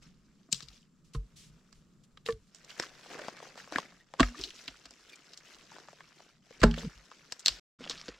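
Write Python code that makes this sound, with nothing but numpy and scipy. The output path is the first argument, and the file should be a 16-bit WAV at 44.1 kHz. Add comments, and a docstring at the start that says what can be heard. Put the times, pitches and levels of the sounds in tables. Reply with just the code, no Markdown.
"""Clearing dead wood on an open, felled hillside, with a light breeze in the trees behind the work.
Feet crunch through dry brash (filtered fracture grains) and twigs snap (noise bursts through resonances).
Four logs are tossed down near the microphone, at about 1.1, 2.3, 4.2 and 6.6 s: each rings in its own
decaying modes over a thud of soft ground. Between the second and third, thick sticks knock and break.
At 7.6 s the sound drops out for about 0.2 s, then returns duller and in mono, with closer steps."""
import sys
import numpy as np
from scipy import signal
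from scipy.fft import rfft, irfft, next_fast_len
from scipy.io import wavfile
from scipy.ndimage import map_coordinates

SR = 44100
rng = np.random.default_rng(int(sys.argv[2]) if len(sys.argv) > 2 else 0)


def unload_audio(sound):
    """Save the sound as a 16-bit wav file, at the path given as the first command line argument."""
    columns = np.transpose(np.atleast_2d(sound))
    # keep every value between -1 and 1, then stretch to whole-number steps
    steps = np.round(np.clip(columns, -1, 1) * 32767)
    wavfile.write(sys.argv[1], SR, steps.astype(np.int16))


N = 361179   # length of the scene [samples]

# ringing modes of the four logs: (frequency [Hz], level [dB], t60 [s])
STUB = [(136, 5, 0.15), (297, 6, 0.017), (450, -13.5, 0.18), (1020, -12, 0.079), (1232, -7, 0.054),
        (1966, -44.5, .06)]
THIN_LOG = [(447, -6, 0.15), (995, -14.5, 0.035), (1130, -14, 0.082), (1700, -17, 0.072),
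            (2270, -30, 0.061)]
SHORT_LOG = [(159, -12.5, 0.07), (240.7, -25.5, 0.47), (253, 4, 0.04), (335, -3.5, 0.024),
             (650, -10.5, 0.067), (700, -25.5, 0.13), (1050, -13.5, 0.035), (1220, -20, 0.12),
             (1420, -18, 0.025), (1760, -20.5, 0.033)]
LONG_LOG = [(123, -2.5, 0.02), (160.4, -11.5, 0.55), (200, -1, 0.077), (228.7, -1, 0.28), (332, 4.5, 0.03),
            (417, -7.5, 0.19), (454, 2.5, 0.033), (647, -12, 0.12), (850, -12.5, 0.15), (990, -9.5, 0.03),
            (1310, -10.5, 0.076), (1400, -13.5, 0.055)]

STRAIN_S = 0.015   # fibres strain this long before they break
LOG_PAN_DB = -1    # landing logs and their bark lean to the right


def from_db(db):
    """Decibels to gain."""
    return 10 ** (np.asarray(db) / 20)


def rms_one(x):
    """Scale to unit rms."""
    return x / np.sqrt(np.mean(x ** 2) + 1e-20)


def in_time(rows):
    """Each column of a curve at every sample."""
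    s, *columns = np.transpose(rows)
    return [np.interp(np.arange(N) / SR, s, c) for c in columns]


def at_hz(points, hz):
    """Read a spectrum on a log-frequency axis."""
    f, value = np.transpose(points)
    return np.interp(np.log(hz + 1), np.log(f), value)


def add(out, s, sound):
    """Mix a sound in from time s."""
    i = int(s * SR)
    out[:, i:i + sound.shape[-1]] += sound[..., :N - i]


def drift(per_s, size=N):
    """A random wander of unit rms, with per_s knots a second."""
    knots = rng.standard_normal(int(per_s * size / SR) + 2)
    return rms_one(np.interp(np.arange(size) * per_s / SR, np.arange(len(knots)), knots))


def band(x, low_hz, high_hz, order=2):
    """Causal band-pass."""
    edges = [low_hz, min(high_hz, 0.45 * SR)]
    return signal.sosfilt(signal.butter(order, edges, "band", fs=SR, output="sos"), x)


def resonate(x, hz, q):
    """One damped resonance."""
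    return signal.lfilter(*signal.iirpeak(min(hz, 0.4 * SR), max(q, 0.9), fs=SR), x + 1e-18)


def colour(x, spectrum):
    """Give a signal a smooth spectrum; rms 1."""
    size = next_fast_len(N)
    gain = from_db(at_hz(spectrum, np.fft.rfftfreq(size, 1 / SR)))
    return rms_one(irfft(rfft(x, size) * gain, size)[..., :N])


def panned(pan_db):
    """Left and right gains for a level difference; positive is louder on the left."""
    return from_db(np.array([[0.5], [-0.5]]) * pan_db)


def spread(pair):
    """Two unrelated signals become left and right: alike in the bass, apart in the treble."""
    # likeness of the two microphone channels: (frequency [Hz], correlation [0 to 1])
    likeness = [(100, 0.84), (500, 0.87), (1500, 0.79), (4000, 0.61), (8000, 0.42), (14000, .15)]
    size = next_fast_len(pair.shape[-1])
    mid, side = rfft(pair, size)
    alike = np.clip(at_hz(likeness, np.fft.rfftfreq(size, 1 / SR)), 0, 1)
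    width = np.sqrt((1 - alike) / (1 + alike))
    return irfft(mid + side * width * [[1], [-1]], size)[:, :pair.shape[-1]]


def breeze(gust_db=3.5):
    """A low rush from the trees, gusting band by band, with a thin hiss and a faint narrow whine on top."""
    # breeze in the trees: (time [s], level [dB])
    wind = [(0, -63), (.9, -65), (1.4, -59.5), (1.8, -61), (2.2, -62.5), (2.7, -68), (4.0, -68), (5.0, -74),
            (6.4, -68.5), (7.5, -74.5), (7.85, -53.5), (8.19, -71.5)]
    # its spectrum: (frequency [Hz], density [dB per Hz])
    breeze_spectrum = [(20, -6.5), (50, -4.5), (90, -14.5), (160, 1), (220, -3.5), (300, -13), (420, -17.5),
                       (750, -32), (1250, -24.5), (2000, -39), (5400, -37), (7600, -38.5), (9000, -43.5),
                       (16000, -55.5)]
    whine_hz, whine_width_hz, whine_db = 7340, 110, -85.5

    wind_db, = in_time(wind)
    air = colour(spread(rng.standard_normal((2, N))), breeze_spectrum)
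    rush = 0
    for hz in (110, 190, 330):   # peel off one low band after another
        low = signal.sosfiltfilt(signal.butter(3, hz, fs=SR, output="sos"), air)
        rush = rush + low * from_db(gust_db * drift(14))
        air = air - low
    whine = rms_one(resonate(rng.standard_normal((2, N)), whine_hz, whine_hz / whine_width_hz))
    return from_db(wind_db) * rms_one(rush + air) + from_db(whine_db) * whine


def brushing():
    """Wood brushes through needles: a bright swish starts quickly and eases off as it slides by."""
    # swishes: (time [s], length [s], level before the envelope [dB])
    swishes = [(1.043, 0.066, -69.5), (1.134, 0.041, -53), (1.359, 0.135, -55), (1.744, 0.078, -69),
               (2.035, 0.025, -65.5), (2.255, 0.081, -50.5), (2.469, 0.032, -72)]
    out, t = np.zeros((2, N)), np.arange(SR // 4) / SR
    for s, length, db in swishes:
        hiss = rms_one(band(spread(rng.standard_normal((2, len(t)))), 2500, 7600))
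        slide = np.interp(t / length, [0, 0.06, 0.6, 1.15], [0.078, 0.89, 0.55, 0.042])
        add(out, s, from_db(db) * hiss * slide)
    return out


def squeaking(slips_per_s=500, q=22):
    """A branch dragged over another sticks and slips in quick uneven jerks that ring it."""
    # squeaks: (time [s], length [s], level [dB], pitch [Hz])
    squeaks = [(3.996, 0.026, -63.5, 1900), (5.089, 0.017, -57, 3550), (5.119, 0.026, -53.5, 2350)]
    # resonances of the branch: (ratio to the pitch, level [dB])
    squeak_modes = [(1, 7.5), (1.5, -7), (1.9, -5.5)]
    out, t = np.zeros((2, N)), np.arange(SR // 10) / SR
    for s, length, db, hz in squeaks:
        slips = (rng.random(len(t)) < slips_per_s / SR) + 0.052 * rng.standard_normal(len(t))
        slips = slips * np.sin(np.pi * np.minimum(t / length, 1)) ** 0.5
        ring = sum(from_db(mode_db) * resonate(slips, hz * ratio, q) for ratio, mode_db in squeak_modes)
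        add(out, s, from_db(db) * ring * np.sqrt(length * SR) / np.linalg.norm(ring))
    return out


def grains(per_s, size_db, low_hz, high_hz, count=8):
    """Tiny fractures of uneven size ring at a few twig pitches over the smooth noise of rubbing."""
    q, rub_db = 3.0, -2
    at = rng.integers(0, N, int(per_s * N / SR))
    sizes = from_db(size_db * np.minimum(rng.exponential(1, len(at)), 4.5))
    sizes = sizes * rng.choice([-1, 1], (2, len(at)))
    out = np.zeros((2, N))
    for k, hz in enumerate(np.geomspace(low_hz, high_hz, count)):
        clicks = np.zeros((2, N))
        clicks[:, at[k::count]] = sizes[:, k::count]
        out += resonate(clicks, hz, q) / np.sqrt(hz)
    rub = rms_one(band(rng.standard_normal((2, N)), low_hz / 2, high_hz * 2, order=1))
    return spread(rms_one(out) + from_db(rub_db) * rub)


def crackles(size_db, cycles, crack_db=-5, per_s=70):
    """Lone small twigs give way, each with a broad crack and a short tick at its own pitch; rms 1."""
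    out, t = np.zeros((2, N)), np.arange(SR // 50) / SR
    pitches = np.geomspace(600, 6500, 64)
    crack = rms_one(band(1.0 * (t == 0), 700, 6500))
    for when, size, side, twig in rng.random((int(per_s * N / SR), 4)):
        hz = pitches[int(twig * len(pitches))]
        tick = rms_one(from_db(-60 * t * hz / cycles) * np.sin(2 * np.pi * hz * t))
        sound = from_db(size_db * size) * (tick + from_db(crack_db) * crack)
        add(out, when * N / SR, sound * panned(8 * (side - 0.5)))
    return rms_one(out)


def pressing(held_s, press_s):
    """Gain of one crunch: it builds up, holds, then dies away."""
    relax_db_per_s = 176.5
    t = np.arange(SR) / SR - press_s
    return np.clip(1 + t / press_s, 0, 1) ** 2 * from_db(-relax_db_per_s * np.maximum(t - held_s, 0))


def flecked(x):
    """Narrow patches of the spectrum rise and fall at random, which makes it flecked and slightly tonal."""
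    fleck_db, flecks_per_octave, flecks_per_s = 2.3, 16, 70
    hz, s, cells = signal.stft(x, SR, nperseg=512, noverlap=384)
    rows = np.log2(1 + hz / 500) * flecks_per_octave
    row, column = np.meshgrid(rows, s * flecks_per_s, indexing="ij")
    chance = rng.standard_normal((int(row.max()) + 2, int(column.max()) + 2))
    flecks = rms_one(map_coordinates(chance, [row, column], order=1))
    gain = rms_one(from_db(fleck_db * flecks))
    return signal.istft(cells * gain, SR, nperseg=512, noverlap=384)[1][:, :N]


def trampling(soil_db=-2, twig_db=2.0, needle_db=4.5, crackle_db=-4, fits_db=0.73, patchy_db=1.0,
              pan_db=1.2):
    """Feet and dragged wood scuff soil, crush twigs and stir dry needles; the brash gives way in fits."""
    # light stirring of the brash, one curve for each bout of work: (time [s], relative level [dB])
    stir = [
        [(0.0, -79), (0.74, -73.5), (0.88, -84), (1.52, -73), (2.03, -81.5), (2.5, -76.5)],
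        [(2.55, -67.5), (2.8, -58), (3.292, -57), (3.706, -61), (3.97, -65), (4.05, -73.5)],
        [(4.1, -72.5), (4.21, -60.5), (4.38, -58), (4.89, -63), (5.66, -62), (6.25, -63.5), (6.42, -76)],
        [(6.47, -66), (6.544, -59), (6.672, -80), (6.744, -54), (7.054, -64.5), (7.4, -62)],
    ]
    # feet and logs pressing into the brash:
    # (time [s], held [s], relative needle rustle [dB], weight = soil against needles [dB])
    crunches = [(0.01, 0.0065, -65.5, -5), (0.531, 0.012, -52.5, -21.5), (0.679, 0.092, -67, -29.5),
                (2.696, 0.003, -58, -2), (2.788, 0.056, -57, 3.5), (3.098, .17, -60, 11),
                (3.43, 0.03, -64.5, 11), (3.578, 0.0071, -55, -1), (3.726, 0.063, -56.5, 9),
                (4.23, 0.042, -54.5, -14.5), (4.379, 0.072, -54, -16), (4.561, 0.049, -58.5, -32.5),
                (5.09, 0.016, -68, -2), (5.45, 0.12, -65.5, -4), (5.729, 0.021, -64.5, 9),
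                (6.6, .04, -65.5, 5), (6.768, 0.048, -56.5, 0), (7.479, 0.22, -63, 2),
                (7.812, 0.097, -61, 0.5), (7.903, 0.014, -49.5, -4), (7.95, 0.03, -56, -21),
                (8.059, 0.011, -57.5, -13), (8.083, 0.0075, -70, 13.5)]
    # spectra of the three layers: (frequency [Hz], density [dB per Hz])
    soil_spectrum = [(60, -27), (150, -4.5), (330, 0), (700, 0), (1000, -7), (1800, -29.5)]
    twig_spectrum = [(500, -27), (900, -7), (1400, 0.5), (2300, -0.5), (3000, -8), (5000, -36)]
    needle_spectrum = [(1500, -32), (2600, -3.5), (4000, -4), (5500, -1.5), (7400, -8), (9000, -16.5),
                       (12500, -20), (16000, -26)]
    stir_trim_db, stir_weight_db = -6, 0.5   # weight: soil against needles
    press_s = 0.025       # a crunch builds up to its time
    twig_share = 0.6      # twig crackle lies between needle rustle (0) and soil scuff (1)
    crackle_rise = 0.32   # lone twigs give way mostly under load: extra power law on the rustle

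    stir_db, = in_time(np.vstack(stir))
    power = from_db(stir_db + stir_trim_db + np.array([[0], [stir_weight_db]])) ** 2
    for s, held_s, db, weight_db in crunches:
        press = from_db([[db], [db + weight_db]]) * pressing(held_s, press_s)
        add(power, max(s - press_s, 0), press ** 2)
    light, heavy = power
    between = light * (heavy / light) ** twig_share
    loaded = light * (light / light.max()) ** crackle_rise

    soil = colour(grains(450, size_db=3.6, low_hz=205, high_hz=1000), soil_spectrum)
    twigs = colour(grains(1100, size_db=4.0, low_hz=950, high_hz=3000), twig_spectrum)
    needles = colour(grains(1900, size_db=3.8, low_hz=2500, high_hz=8600), needle_spectrum)
    lone_twigs = crackles(size_db=20.5, cycles=16)
    layers = [(soil, soil_db, heavy), (twigs, twig_db, between),
              (needles, needle_db, light), (lone_twigs, crackle_db, loaded)]
    together = drift(90)
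    crunch = 0
    for sound, db, level in layers:
        crunch = crunch + sound * np.sqrt(level) * from_db(db + patchy_db * drift(35))
    return flecked(crunch) * from_db(fits_db * together) * panned(pan_db)


def snap(hz, knock_db, clatter_db, splinter_db, t60, crack_db, grain_db=6.5, strain_db=-21, tail_db=-23,
         tail_t60=0.24, burst_s=0.0025, air_db=-7, spit_db=-12, modes_db=12, mode_width_hz=90):
    """Straining fibres fracture and ring the twig; splinters follow and the brash scatters a faint tail."""
    echo_s, echo_db = 0.0018, -16.5   # every crack also bounces off the ground
    treble_pan_db = 2                 # the top of every crack leans to the left
    t = np.arange(SR // 6) / SR - STRAIN_S   # zero at the break
    rough_db = grain_db * np.repeat(rng.standard_normal(len(t)), 30)[:len(t)]
    splintering = from_db(rough_db - 60 * np.abs(t) / max(t60, 0.005))
    tearing = splintering + from_db(tail_db - 60 * t / tail_t60)
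    straining = from_db(rough_db + strain_db) * np.clip(1 + t / STRAIN_S, 0, 1) ** 2
    burst = rng.standard_normal((2, len(t))) * np.where(t < 0, straining, tearing)

    # the break runs through the twig in two steps
    steps = ((STRAIN_S + np.array([0.0003, rng.uniform(0.0006, 0.0012)])) * SR).astype(int)
    burst[0, steps] += from_db(crack_db) * np.linalg.norm(burst[0]) * np.array([0.85, -0.5])
    echo = np.roll(burst, int(echo_s * SR), axis=1)
    burst = spread(burst + from_db(echo_db) * echo)

    # one broad resonance and four narrow modes around it
    narrow = sum(resonate(burst, hz * ratio, hz / mode_width_hz) for ratio in rng.uniform(0.7, 1.5, 4))
    ringing = burst + 9.5 * resonate(burst, hz, 2.9) + from_db(modes_db) * narrow
    knock = band(ringing, 73, 360)
    clatter = band(ringing, 480, 2000, order=4)
    thinness = max(hz / 4500, 1)   # thin, high twigs spit far more treble
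    air = band(ringing, 6500, 8600, order=3)
    spit = band(burst, 9500, 15000)
    treble = from_db(air_db) * thinness * air + from_db(spit_db) * hz / 4500 * spit
    splinter = band(ringing, 2500, 6000, order=3) - treble * panned(treble_pan_db)

    # each level is the rms that its band would have, were its energy spread evenly over burst_s
    out = 0
    for part, db in ((knock, knock_db), (clatter, clatter_db), (splinter, splinter_db)):
        out = out + part * from_db(db) * np.sqrt(burst_s * SR) / np.linalg.norm(part.mean(axis=0))
    return out


def breaking_wood():
    """Thin twigs mostly splinter, thick sticks clatter and knock, bark cracks under the landing logs."""
    # thin twigs snapping: (time [s], splinter level [dB], pitch [Hz],
    # woody body against the splinters [dB], t60 [s], held to 5 ms or more, left against right [dB])
    twig_snaps = [(0.518, -41, 7300, -25, 0.0042, 3), (0.5257, -21.5, 7300, -28, 0.014, 7.5),
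                  (0.527, -24.5, 4240, -23.5, 0.018, 7), (0.544, -37, 4200, -23, 0.036, 8),
                  (0.563, -49, 7300, -23, .015, 3), (0.604, -46.5, 4270, -3, 0.038, 11),
                  (0.624, -41.5, 4740, -28, 0.09, 0), (0.684, -48, 4650, -22, 0.03, 10),
                  (1.726, -54.5, 5560, -4, .024, -5.5), (2.173, -51, 3400, -9, 0.015, -1),
                  (2.261, -34.5, 3630, -8, 0.025, -0.5), (2.275, -46, 2000, -1, .015, 0),
                  (2.305, -46, 4520, -8, 0.013, 1), (2.323, -46, 3870, -11, .015, 0),
                  (2.546, -46.5, 6300, -14, 0.13, -5), (2.645, -50.5, 5900, -18, .02, 0),
                  (2.703, -44, 2800, -16, .025, -5), (2.797, -28, 5330, 0.5, 0.022, 2.5),
                  (2.823, -37, 5500, -5, 0.043, 0), (3.367, -52, 5600, 2, .02, 2),
                  (4.203, -25, 3640, -3, 0.037, 3), (4.412, -35, 4400, -23, 0.15, 0),
                  (4.437, -28.5, 3910, -22, 0.045, 4), (4.504, -42.5, 2780, -24, 0.014, -2),
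                  (4.678, -33, 3360, -12.5, 0.023, -2), (4.854, -44.5, 4860, -6, 0.051, 0.5),
                  (4.907, -47.5, 5460, -8, 0.057, 1), (5.156, -51, 7100, -29, .02, -1),
                  (5.333, -44, 4400, -16, 0.027, 1), (5.373, -43, 5800, -19, 0.049, 1),
                  (6.602, -44, 5050, -11.5, 0.032, 2), (6.636, -24.5, 4520, -19, 0.014, -2),
                  (6.71, -37.5, 3270, -16, 0.024, 0), (6.74, -41.5, 2940, 2.5, 0.027, -2.5),
                  (6.782, -37, 3330, -13, 0.034, -2), (7.321, -31.5, 5540, -8, 0.026, 2),
                  (7.393, -42, 6470, -20.5, 0.048, 1), (7.459, -17, 4700, -21, 0.014, 2),
                  (7.468, -24.5, 4500, -13.5, 0.016, -1), (7.4813, -17, 4600, -16, 0.009, 1.5),
                  (7.488, -28, 4200, -11, .01, 0), (7.839, -40, 3140, -6, 0.04, -7),
                  (7.851, -45, 3350, -6, .02, -3), (7.873, -42, 2820, -4, .025, 0),
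                  (7.896, -27, 5030, -23, 0.086, 7), (7.909, -33, 4200, -8, .04, -8),
                  (7.976, -42.5, 3850, -10, .06, 3), (8.013, -40, 4250, -13, 0.013, -3),
                  (8.081, -37.5, 4540, -5.5, 0.027, -5), (8.144, -55, 2800, -2, .04, 0)]
    # thick sticks knocking and breaking: (time [s], clatter level [dB], pitch [Hz])
    stick_knocks = [(2.172, -50.5, 1200), (2.764, -50.5, 1760), (2.835, -37.5, 1190), (2.993, -54.5, 990),
                    (3.059, -46, 724), (3.152, -42, 513), (3.191, -41, 580), (3.248, -44, 606),
                    (3.282, -30.5, 700), (3.401, -43.5, 730), (3.426, -42, 610), (3.555, -48, 610),
                    (3.575, -44, 825), (3.674, -47, 685), (3.722, -33.5, 696), (3.75, -43, 695),
                    (3.758, -23, 2000), (3.783, -22.5, 940), (3.827, -54, 1200), (3.922, -54, 800),
                    (4.137, -37.5, 740), (4.285, -46.5, 1500), (4.4, -49, 1020), (4.683, -43.5, 1920),
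                    (5.716, -46, 960), (5.763, -46, 850), (5.783, -45, 705), (5.884, -43, 870),
                    (5.929, -47.5, 630), (6.005, -44.5, 1460), (6.202, -48.5, 674), (6.507, -50, 496),
                    (6.778, -45, 560), (7.114, -43, 900), (7.805, -51, 477), (7.862, -42.5, 670)]
    # the thicker the stick, the more low knock: (pitch [Hz], knock against the clatter [dB])
    knock_by_pitch = [(500, 3), (700, -13), (1800, -12)]
    # bark cracking as the logs land:
    # (time [s], clatter level [dB], pitch [Hz], splinters against the clatter [dB])
    bark_cracks = [(1.147, -41.5, 1190, -5.5), (2.286, -33.5, 1120, -9.5), (4.196, -16.5, 1080, -8.5),
                   (4.203, -25, 720, 0.5), (4.228, -22, 2180, -8.5), (6.615, -37.5, 1400, -0.5),
                   (6.631, -13, 1027, -10.5), (6.637, -15.5, 487, -13)]
    twig_knock_db = -12.5   # low knock against the woody body
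    stick_pan_db = 2

    out = np.zeros((2, N))
    lead_s = STRAIN_S - 0.001
    for s, db, hz, body_db, t60, pan_db in twig_snaps:
        crack = snap(hz, body_db + twig_knock_db, body_db, 0, t60, crack_db=-2)
        add(out, s - lead_s, from_db(db) * panned(pan_db) * crack)
    for s, db, hz in stick_knocks:
        crack = snap(hz, at_hz(knock_by_pitch, hz), 0, splinter_db=-12, t60=0.03, crack_db=4)
        add(out, s - lead_s, from_db(db) * panned(stick_pan_db) * crack)
    for s, db, hz, splinter_db in bark_cracks:
        crack = snap(hz, -9, 0, splinter_db, t60=0.027, crack_db=-8.5)
        add(out, s - lead_s, from_db(db) * panned(LOG_PAN_DB) * crack)
    return out


def struck(modes, swell_cycles, settle_s=0.285, rocking=0):
    """Modes swell over a soft contact, sag in pitch as the load eases, waver if rocking, and come to rest."""
    sag_share, sag_s = 0.05, 0.016   # wood rings sharp while it is pressed by the blow
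    rock_db, rock_share, rocks_per_s = 3, 0.013, 70   # level and pitch waver at a rocking of 1
    t = np.arange(SR // 2) / SR
    sag = sag_share * np.exp(-t / sag_s)
    rock_onset = np.minimum(t * rocks_per_s, 1)
    ring = 0
    for k, (hz, db, t60) in enumerate(modes):
        level = rocking * drift(rocks_per_s, size=len(t)) * rock_onset
        bend = rocking * drift(rocks_per_s, size=len(t)) * rock_onset
        phase = 2 * np.pi * hz * np.cumsum(1 + sag + rock_share * bend) / SR
        decay = from_db(db + rock_db * level - 60 * t / t60)
        swell = 1 - np.exp(-t * hz / swell_cycles)   # low modes take longer
        ring = ring + (-1) ** k * decay * swell * np.sin(phase)
    return ring / (1 + (t / settle_s) ** 10)


def bumping():
    """A branch, jolted or broken, gives one short hollow note."""
    # ringing branches: (time [s], level [dB], pitch it settles to [Hz], t60 [s])
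    bumps = [(0.53, -37, 177, 0.054), (2.33, -32.5, 110, 0.038), (2.798, -33, 335, .04),
             (3.152, -33.5, 470, 0.051), (3.192, -34, 578, 0.052), (3.215, -39, 510, 0.055),
             (3.282, -34.5, 220, 0.028), (3.723, -35, 300, 0.049), (3.759, -27, 274, 0.036),
             (3.785, -33.5, 182, .045), (4.199, -17, 1090, .03), (4.229, -24, 1237, 0.047),
             (4.346, -39.5, 1150, 0.038), (4.353, -44.5, 1720, 0.05), (6.777, -31.5, 517, 0.031),
             (7.4605, -14, 4030, .02), (7.4695, -19, 4030, .018), (7.483, -13, 4030, .013),
             (7.853, -45, 330, 0.022), (7.897, -43, 211, .04), (7.9, -38.5, 463, 0.039)]
    out = np.zeros((2, N))
    for s, db, hz, t60 in bumps:
        add(out, s, from_db(db) * struck([(hz, 0, t60)], swell_cycles=0.4))
    return out


def footfalls():
    """Soles knock dully on a stump, close by, and set off its decaying modes."""
    # shoes coming down: (time [s], level [dB])
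    steps = [(7.805, -38), (7.813, -41), (8.084, -29.5), (8.09, -31.5)]
    # modes of the stump: (frequency [Hz], level [dB], t60 [s])
    stump = [(249, -3.5, .06), (366, -8.5, 0.027), (458, -0.5, 0.025)]
    out = np.zeros((2, N))
    for s, db in steps:
        add(out, s, from_db(db) * struck(stump, swell_cycles=0.76))
    return out


def rolling():
    """A log rolls to rest with a rough groan that glides as its point of contact moves."""
    # logs rolling to rest on the pile: (time [s], length [s], level [dB], from [Hz], to [Hz])
    rolls = [(4.36, 0.071, -45.5, 312, 383), (4.44, 0.06, -51, 340, 357), (6.825, 0.067, -36.5, 205, 150),
             (6.82, 0.051, -45, 400, 460)]
    rough_db, wobble_share, jolts_per_s = 4.5, 0.12, 190
    out, t = np.zeros((2, N)), np.arange(SR // 5) / SR
    for s, length, db, from_hz, to_hz in rolls:
        done = np.minimum(t / length, 1)
        glide = from_hz + (to_hz - from_hz) * done
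        hz = glide * (1 + wobble_share * drift(jolts_per_s, size=len(t)))
        gain = from_db(db + rough_db * drift(jolts_per_s, size=len(t))) * np.sin(np.pi * done)
        add(out, s, gain * np.sin(2 * np.pi * np.cumsum(hz) / SR))
    return out


def falling_logs():
    """Logs land, ring and tumble on the rumbling brash; the ground thuds under them."""
    # logs bumping, landing and tumbling: (time [s], level [dB], rings freely for [s],
    # softness of the contact [cycles], modes of the log)
    landings = [(0.488, -49.5, 0.085, 0.45, SHORT_LOG), (0.529, -46.5, .1, 0.2, STUB),
                (0.628, -53, 0.13, 0.21, STUB), (1.148, -32.5, 0.18, 1.0, STUB),
                (2.260, -39, 0.061, .6, THIN_LOG), (2.287, -17, 0.1, 0.64, THIN_LOG),
                (4.204, -8.5, 0.19, .6, SHORT_LOG), (4.398, -45, 0.06, 0.59, SHORT_LOG),
                (4.446, -44, 0.082, 1.2, SHORT_LOG), (4.681, -41, 0.079, 0.88, SHORT_LOG),
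                (4.857, -48, 0.087, 1.4, SHORT_LOG), (6.634, -14.5, 0.2, 0.39, LONG_LOG),
                (6.777, -41, 0.038, 0.36, LONG_LOG)]
    # weight meeting the ground: (time [s], level [dB])
    thuds = [(0.526, -50), (.625, -50), (0.678, -43.5), (1.16, -19), (1.501, -46), (2.326, -35),
             (2.358, -40), (4.211, -14), (4.393, -38), (4.684, -48), (4.86, -53), (6.619, -9.5),
             (6.645, -9), (6.725, -26.5), (6.826, -32.5), (6.955, -42), (7.498, -37.5), (8.081, -43)]
    # modes of the soft ground: (frequency [Hz], level [dB], t60 [s])
    ground = [(47.3, -1.5, 0.22), (67, -5.5, 0.034), (91.5, -10.5, 0.13), (126, -1.5, 0.026)]
    rumble_db, rumble_t60_s = -27, 0.15   # brash crushed under the log, against the landing

    out, t = np.zeros((2, N)), np.arange(SR // 2) / SR
    for s, db, free_s, softness, modes in landings:
        crushed = rms_one(band(rng.standard_normal(len(t)), 70, 400))
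        rumble = crushed * from_db(rumble_db - 60 * t / rumble_t60_s) / (1 + (t / free_s) ** 4)
        ring = struck(modes, softness, free_s, rocking=0.84)
        add(out, s, from_db(db) * panned(LOG_PAN_DB) * (ring + rumble))
    for s, db in thuds:
        add(out, s, from_db(db) * struck(ground, swell_cycles=0.85, settle_s=0.1))
    return out


def from_the_right(pair):
    """The sound reaches the left microphone a moment later."""
    lag_s = 0.00005   # cut to whole samples
    return np.array([np.roll(pair[0], int(lag_s * SR)), pair[1]])


def scene():
    """All sources in the open air."""
    brash = trampling() + brushing()
    wood = breaking_wood() + bumping()
    logs = from_the_right(falling_logs() + rolling())
    return brash + wood + logs + footfalls() + squeaking() + breeze()


def record(dry):
    """The sound drops out, returns duller and in mono, and lacks its very top throughout."""
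    stop_s, resume_s = 7.598, 7.795   # silent from the first; back at full level by the second
    mono_top_hz, cutoff_hz = 7100, 15800
    t = np.arange(N) / SR
    before = np.clip((stop_s - t) / 0.00191, 0, 1)
    after = np.clip((t - resume_s) / 0.008 + 1, 0, 1)
    dulling = signal.butter(1, min(mono_top_hz, 0.45 * SR), fs=SR, output="sos")
    mono = signal.sosfilt(dulling, dry.mean(axis=0))
    heard = dry * before + mono * after
    return signal.sosfilt(signal.ellip(10, 0.1, 90, cutoff_hz, fs=SR, output="sos"), heard + 1e-18)


dry = scene()
out = record(dry)
unload_audio(out)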